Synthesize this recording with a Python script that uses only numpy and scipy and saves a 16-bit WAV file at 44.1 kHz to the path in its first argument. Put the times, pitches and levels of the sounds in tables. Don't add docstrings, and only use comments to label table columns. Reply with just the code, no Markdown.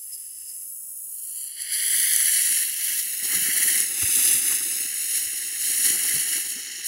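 import sys
import numpy as np
from scipy import signal
from scipy.fft import rfft, irfft
from scipy.io import wavfile

SR = 44100
rng = np.random.default_rng(int(sys.argv[2]) if len(sys.argv) > 2 else 0)


def put_to_file(sound):
    columns = np.atleast_2d(sound).T
    safe = np.clip(columns, -1, 1)
    whole_steps = np.round(safe * 32767)
    wavfile.write(sys.argv[1], SR, whole_steps.astype(np.int16))


N = 302967
TIME = np.arange(N) / SR

# f/Hz, relative level/dB
FIZZ_SPECTRUM = [(3500, -80), (5000, -32.5), (6200, -18), (6900, -13.5), (7700, -9), (8900, -8),
                 (9700, -1.5), (10500, 1.5), (11300, -5.5), (12300, -14), (14000, -31), (16000, -30)]
# f/Hz, relative level/dB
FINE_SPECTRUM = [(8000, -34), (11000, 3), (12400, 0.5), (14000, -2), (15300, -2), (16000, 1)]
# f/Hz, relative level/dB
JET_SPECTRUM = [(2400, -29), (3000, 2), (3700, -1), (4500, 0.5), (5600, 1), (6700, 4), (8000, -9.5),
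                (9500, 1.5), (13000, -44)]

FIZZ_FOLLOWS, JET_FOLLOWS, TUBE_FOLLOWS, ROAR_FOLLOWS, FLAME_FOLLOWS = 0.74, 0.67, 0.82, 0.88, 0.42
JET_PER_GAS, TUBE_PER_GAS, ROAR_PER_GAS = 1, 1.21, 1.42
JET_DB, TUBE_DB, ROAR_DB = -37, -45, -44


def gain_of(db):
    return 10 ** (np.asarray(db) / 20)


def evened(x):
    return x / np.sqrt(np.mean(x ** 2) + 1e-20)


def follow(rows, t):
    s, *columns = np.transpose(rows)
    return [np.interp(t, s, column) for column in columns]


def colour(x, points):
    f, db = np.transpose(points)
    hz = np.fft.rfftfreq(len(x), 1 / SR)
    gain = gain_of(np.interp(np.log(hz + 1), np.log(f), db))
    return evened(irfft(rfft(x) * gain, len(x)))


def sweep(x, response, size=512):
    overlap = size * 3 // 4
    hz, t, spectra = signal.stft(x, SR, nperseg=size, noverlap=overlap)
    return signal.istft(spectra * response(hz[:, None], t), SR, nperseg=size, noverlap=overlap)[1][:N]


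def wander(low_hz, high_hz):
    hz = np.fft.rfftfreq(N, 1 / SR)
    in_band = (hz > low_hz) * (hz < high_hz)
    return evened(irfft(rfft(rng.standard_normal(N)) * in_band / np.sqrt(hz + 1), N))


def add(mix, s, sound):
    part = mix[max(round(s * SR), 0):][:len(sound)]
    part += sound[:len(part)]


def band(hz, centre_hz, width_hz):
    return 1 / (1 + (1.05 * (hz - centre_hz) / width_hz) ** 2)


def sparks(per_s, spread_db, life_ms, steady):
    born = rng.random(N) < per_s / SR
    size = gain_of(spread_db * np.minimum(rng.exponential(1, N), 4))
    decay = np.exp(-1e3 / (life_ms * SR))
    power = signal.lfilter([1], [1, -decay], born * size ** 2)
    return rng.standard_normal(N) * np.sqrt(power / power.mean() + abs(steady))


def surges():
    # start t/s, time to the start of the decay/s,
    # added power against the steady burn/dB, extra in the plume roar/dB, extra in the tube note/dB
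    surge_list = [(1.66, 0.21, 5.5, -0.5, -2.5), (1.843, 0.5, 9.5, -0.5, -5), (2.286, 0.32, 8.5, -2.5, -6),
                  (2.76, 0.2, 3.5, 1, -3), (3.22, 0.35, 5.5, 4.5, 0), (3.516, 0.28, 10, 1.5, -3),
                  (3.93, 0.19, 8, -5, 2), (4.078, 0.28, 13, -8.5, 0.5), (4.38, 0.17, 9, -3, 0),
                  (4.58, 0.24, 2, -16, -0.5), (4.907, 0.33, 0.5, -9, -5), (5.072, 0.099, 8, -4.5, -6),
                  (5.56, 0.3, 8.5, -4.5, -5), (5.762, 0.16, 12.5, -2.5, -6), (5.94, 0.27, 8.5, 0, -2),
                  (6.23, 0.14, 8.5, -1, -1.5)]
    attack_s, release_s = 0.094, 0.054
    power = np.ones((3, N))
    for start, length, db, roar_db, tube_db in surge_list:
        age = TIME - start
        rise = np.clip(age / attack_s, 0, 1)
        shape = rise * np.exp(-np.maximum(age - length, 0) / release_s)
        power += np.outer(gain_of([db, db + roar_db, db + tube_db]), shape) ** 2
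    return 10 * np.log10(power)


def spits():
    # t/s, peak level of the fizz/dB
    spit_list = [(.14, -34.5), (.5, -39), (1.615, -31), (1.74, -24.5), (2.37, -28), (2.85, -36),
                 (2.994, -24.5), (3.25, -25), (3.35, -23), (3.44, -28), (3.58, -32), (4.29, -22),
                 (5.17, -32), (5.38, -31), (5.865, -23), (6.21, -32), (6.35, -41), (6.5, -30), (6.865, -26)]
    spread_s = 0.014
    return sum(gain_of(db) * np.exp(-.5 * ((TIME - s) / spread_s) ** 2) for s, db in spit_list)


def ground(x):
    # t/s, delay/ms, strength before the lawn's weighting (ratio)
    echo_path = [(0, .790, .6), (.66, .783, .52), (.8, .752, .45), (1.05, .74, .5), (1.6, .671, .62),
                 (2.12, .644, .35), (2.35, .695, .42), (2.6, .712, .42), (2.92, .69, .25),
                 (3.15, .747, .44), (3.55, .694, .5), (3.72, .71, .38), (4.0, .79, .45), (4.35, .805, .47),
                 (4.95, .735, .52), (5.55, .733, .52), (5.97, .712, .46), (6.87, .723, .53)]

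    def response(hz, t):
        delay_ms, strength = follow(echo_path, t)
        lawn = np.interp(hz, [5000, 9000, 15000], [1.45, .9, .65])
        echo = np.clip(strength * lawn, 0, .8)
        turns = hz * delay_ms / 1000
        return (1 + echo * np.exp(-2j * np.pi * turns)) / np.sqrt(1 + echo ** 2)
    return sweep(x, response)


def night():
    # f/Hz, relative level/dB
    hush_spectrum = [(20, -49), (60, 10), (130, -5), (480, 2), (800, -7.5), (1500, -8.5), (4000, -15.5),
                     (16000, -12)]
    return gain_of(-70) * colour(rng.standard_normal(N), hush_spectrum)


def puffs():
    # t/s, relative peak level/dB, centre f/Hz, nominal length/s
    puff_list = [(1.979, -46, 290, 0.025), (2.202, -38, 1360, 0.022), (2.498, -42, 287.5, 0.042),
                 (3.29, -35, 1460, 0.11), (3.345, -38.5, 159, 0.077), (3.41, -38, 143, 0.042),
                 (3.478, -33, 272, 0.037), (3.739, -41, 237, 0.12), (4.016, -29, 78, 0.072),
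                 (4.164, -40, 283, .04), (4.338, -38, 158, 0.05), (4.497, -29.5, 1440, 0.063),
                 (4.65, -42, 320, .04), (4.8, -41, 304, 0.027), (5.255, -52, 89.5, .04),
                 (5.694, -40, 280, 0.027), (5.899, -32.5, 257, 0.027), (5.93, -46, 110, 0.031),
                 (6.128, -37.5, 152, 0.077), (6.344, -41, 265, 0.048), (6.555, -40.5, 275, 0.041)]
    width, level_db = 0.34, -1
    out, t = np.zeros(N), np.arange(8192) / SR
    hz = np.fft.rfftfreq(len(t), 1 / SR)
    for s, db, centre_hz, length in puff_list:
        spectrum = np.exp(-.5 * (np.log((hz + 1) / centre_hz) / width) ** 2)
        random_phase = np.exp(2j * np.pi * rng.random(len(hz)))
        age = t / (0.29 * length)
        lump = irfft(spectrum * random_phase) * age ** 2 * np.exp(-2 * age)
        add(out, s, gain_of(db + level_db) * lump / abs(lump).max())
    return out


def ticks():
    return gain_of(-52) * colour(sparks(per_s=60, spread_db=1.5, life_ms=.15, steady=0), FIZZ_SPECTRUM)


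def cracks():
    # t/s, relative peak level/dB
    crack_list = [(1.620, -8), (1.973, -16), (1.985, -13), (2.007, -17), (2.029, -2.5), (2.135, 1.5),
                  (2.162, 0.5), (2.187, -14), (2.427, -14), (2.888, -19), (2.972, -18), (3.565, -4),
                  (3.803, 1), (4.158, 1.5), (4.348, -14), (4.606, -13), (6.095, -3)]
    decay_ms, level_db = 1.2, -5.5
    out, t = np.zeros(N), np.arange(1024) / SR
    for s, db in crack_list:
        burst = rng.standard_normal(len(t)) * np.exp(-1e3 * t / decay_ms)
        snap = np.pad(burst, (len(t), 0))
        snap = colour(snap, FIZZ_SPECTRUM) + .5 * colour(snap, FINE_SPECTRUM) + 0.31 * colour(snap, JET_SPECTRUM)
        add(out, s - t[-1], gain_of(db + level_db) * snap / abs(snap).max())
    return out


def tube(gas_db, surge_db, sputter):
    # t/s, f/Hz
    air_note = [(0, 3030), (.85, 2940), (1.42, 3050), (2.1, 3300), (2.5, 2650), (3.65, 2950), (3.97, 2660),
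                (4.4, 2850), (4.8, 2680), (5.5, 2840), (6.87, 2960)]

    def response(hz, t):
        width_hz = np.interp(t, [1.4, 2.3], [480, 720])
        return band(hz, follow(air_note, t)[0], width_hz) ** 2 / np.sqrt(width_hz)
    note = evened(sweep(rng.standard_normal(N), response))
    level_db = TUBE_DB + TUBE_PER_GAS * gas_db + TUBE_FOLLOWS * surge_db
    return note * gain_of(level_db + 0.92 * sputter)


def plume(gas_db, roar_surge_db, surge_db, sputter):
    # t/s, level/dB
    flame_level = [(0, -88), (1.65, -73), (1.78, -66), (3.19, -61.5), (3.25, -52), (3.9, -54), (4.5, -53),
                   (5.0, -60.5), (5.75, -59), (5.92, -52), (6.87, -61)]
    # f/Hz, relative level/dB
    roar_spectrum = [(900, -30.5), (1200, -33.5), (1450, -13), (1700, 0), (1950, 4.5), (2220, 1.5),
                     (2440, -7.5), (2800, -14), (4000, -96)]
    # f/Hz, relative level/dB
    flutter_spectrum = [(30, -12), (60, -22.5), (100, -2), (170, -3.5), (250, 4), (320, 7), (440, 2),
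                        (640, -11.5), (730, -8), (830, -0.5), (1050, -12), (1300, 1), (1700, -3),
                        (3000, -52)]
    caught_s, rise_s, unlit_db = 1.585, 0.035, -6

    unlit = np.clip((caught_s - TIME) / rise_s, 0, 1)
    roar_db = ROAR_DB + ROAR_PER_GAS * gas_db + ROAR_FOLLOWS * roar_surge_db + unlit_db * unlit
    roar_db = roar_db + 0.99 * sputter + 1.23 * wander(6.8, 18)
    flame_db = follow(flame_level, TIME)[0] + FLAME_FOLLOWS * surge_db
    roar = colour(sparks(per_s=1300, spread_db=1.8, life_ms=2.0, steady=1.0), roar_spectrum)
    flutter = colour(rng.standard_normal(N), flutter_spectrum) * gain_of(2.8 * wander(7, 40))
    return roar * gain_of(roar_db) + flutter * gain_of(flame_db)


def nozzle(gas_db, surge_db, sputter):
    # t/s, centre f/Hz, nominal width f/Hz
    jet_band = [(0, 5160, 820), (.6, 5200, 810), (.85, 5170, 900), (1.12, 4860, 900), (1.45, 4600, 655),
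                (1.65, 4780, 1200), (2.0, 4540, 2400), (2.35, 5060, 7300), (4.2, 7000, 8800),
                (6.87, 6460, 6200)]
    # t/s, level/dB
    spark_supply = [(0, -35.5), (.35, -37.5), (.62, -34), (.78, -34.5), (1.45, -31), (1.54, -38),
                    (1.85, -27.5), (3.1, -27), (6.5, -30), (6.68, -38.5), (6.87, -38.5)]
    # t/s, level against the coarse fizz/dB
    fine_curve = [(0, 0), (.45, -5), (.7, 2), (1.1, 3), (1.6, -7), (2.1, 0), (2.45, -5.5), (2.88, 3),
                  (3.3, 1), (4.0, -3.5), (4.3, -2.5), (6.87, -3)]
    spit_jet_db = -7

    def opening(hz, t):
        gain = band(hz, *follow(jet_band, t)) ** 2.1
        core = (hz[:, 0] > 3800) & (hz[:, 0] < 5800)
        return gain / np.sqrt(np.mean(gain[core] ** 2, 0))

    spit = spits()
    fizz_level = np.hypot(gain_of(follow(spark_supply, TIME)[0] + FIZZ_FOLLOWS * surge_db), spit)
    jet_db = JET_DB + JET_PER_GAS * gas_db + JET_FOLLOWS * surge_db
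    jet_level = np.hypot(gain_of(jet_db), gain_of(spit_jet_db) * spit)

    coarse = colour(sparks(per_s=2500, spread_db=1.8, life_ms=0.76, steady=0.77), FIZZ_SPECTRUM)
    fine = colour(sparks(per_s=2500, spread_db=3.0, life_ms=0.5, steady=.8), FINE_SPECTRUM)
    fine_share = gain_of(follow(fine_curve, TIME)[0])
    fizz = (coarse + fine_share * fine) / np.sqrt(1 + fine_share ** 2)
    hiss = colour(sparks(per_s=2400, spread_db=3.5, life_ms=1.0, steady=0.94), JET_SPECTRUM)
    jet = sweep(hiss, opening)
    return fizz * fizz_level * gain_of(0.87 * sputter) + jet * jet_level * gain_of(.5 * sputter)


def scene():
    # t/s, level against the steady burn/dB
    gas_flow = [(0, -19.5), (.13, -14), (.38, -15), (.5, -13), (.76, -24.5), (1.05, -24.5), (1.4, -10),
                (1.54, -9), (1.58, -3), (1.75, 1), (2.95, 0.5), (3.1, -1), (3.4, 0.5), (4.3, -0.5),
                (6.87, 0)]
    sputter = wander(13, 80) * np.interp(TIME, [1.4, 1.9], [.55, 1])
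    gas_db = follow(gas_flow, TIME)[0]
    surge_db, roar_surge_db, tube_surge_db = surges()
    near_ground = ticks() + cracks() + tube(gas_db, tube_surge_db, sputter) + nozzle(gas_db, surge_db, sputter)
    above = puffs() + plume(gas_db, roar_surge_db, surge_db, sputter)
    return (night() + above + ground(near_ground))[None]


def record(dry):
    edge_hz = 15780
    dip = 1 - .72 * band(np.fft.rfftfreq(2 * N, 1 / SR), 2450, 110)
    heard = irfft(rfft(dry, 2 * N) * dip, 2 * N)[:, :N]
    low_pass = signal.firwin(1501, edge_hz, window=("kaiser", 9), fs=SR)
    return signal.oaconvolve(heard, low_pass[None], "same")


dry = scene()
out = record(dry)
put_to_file(out)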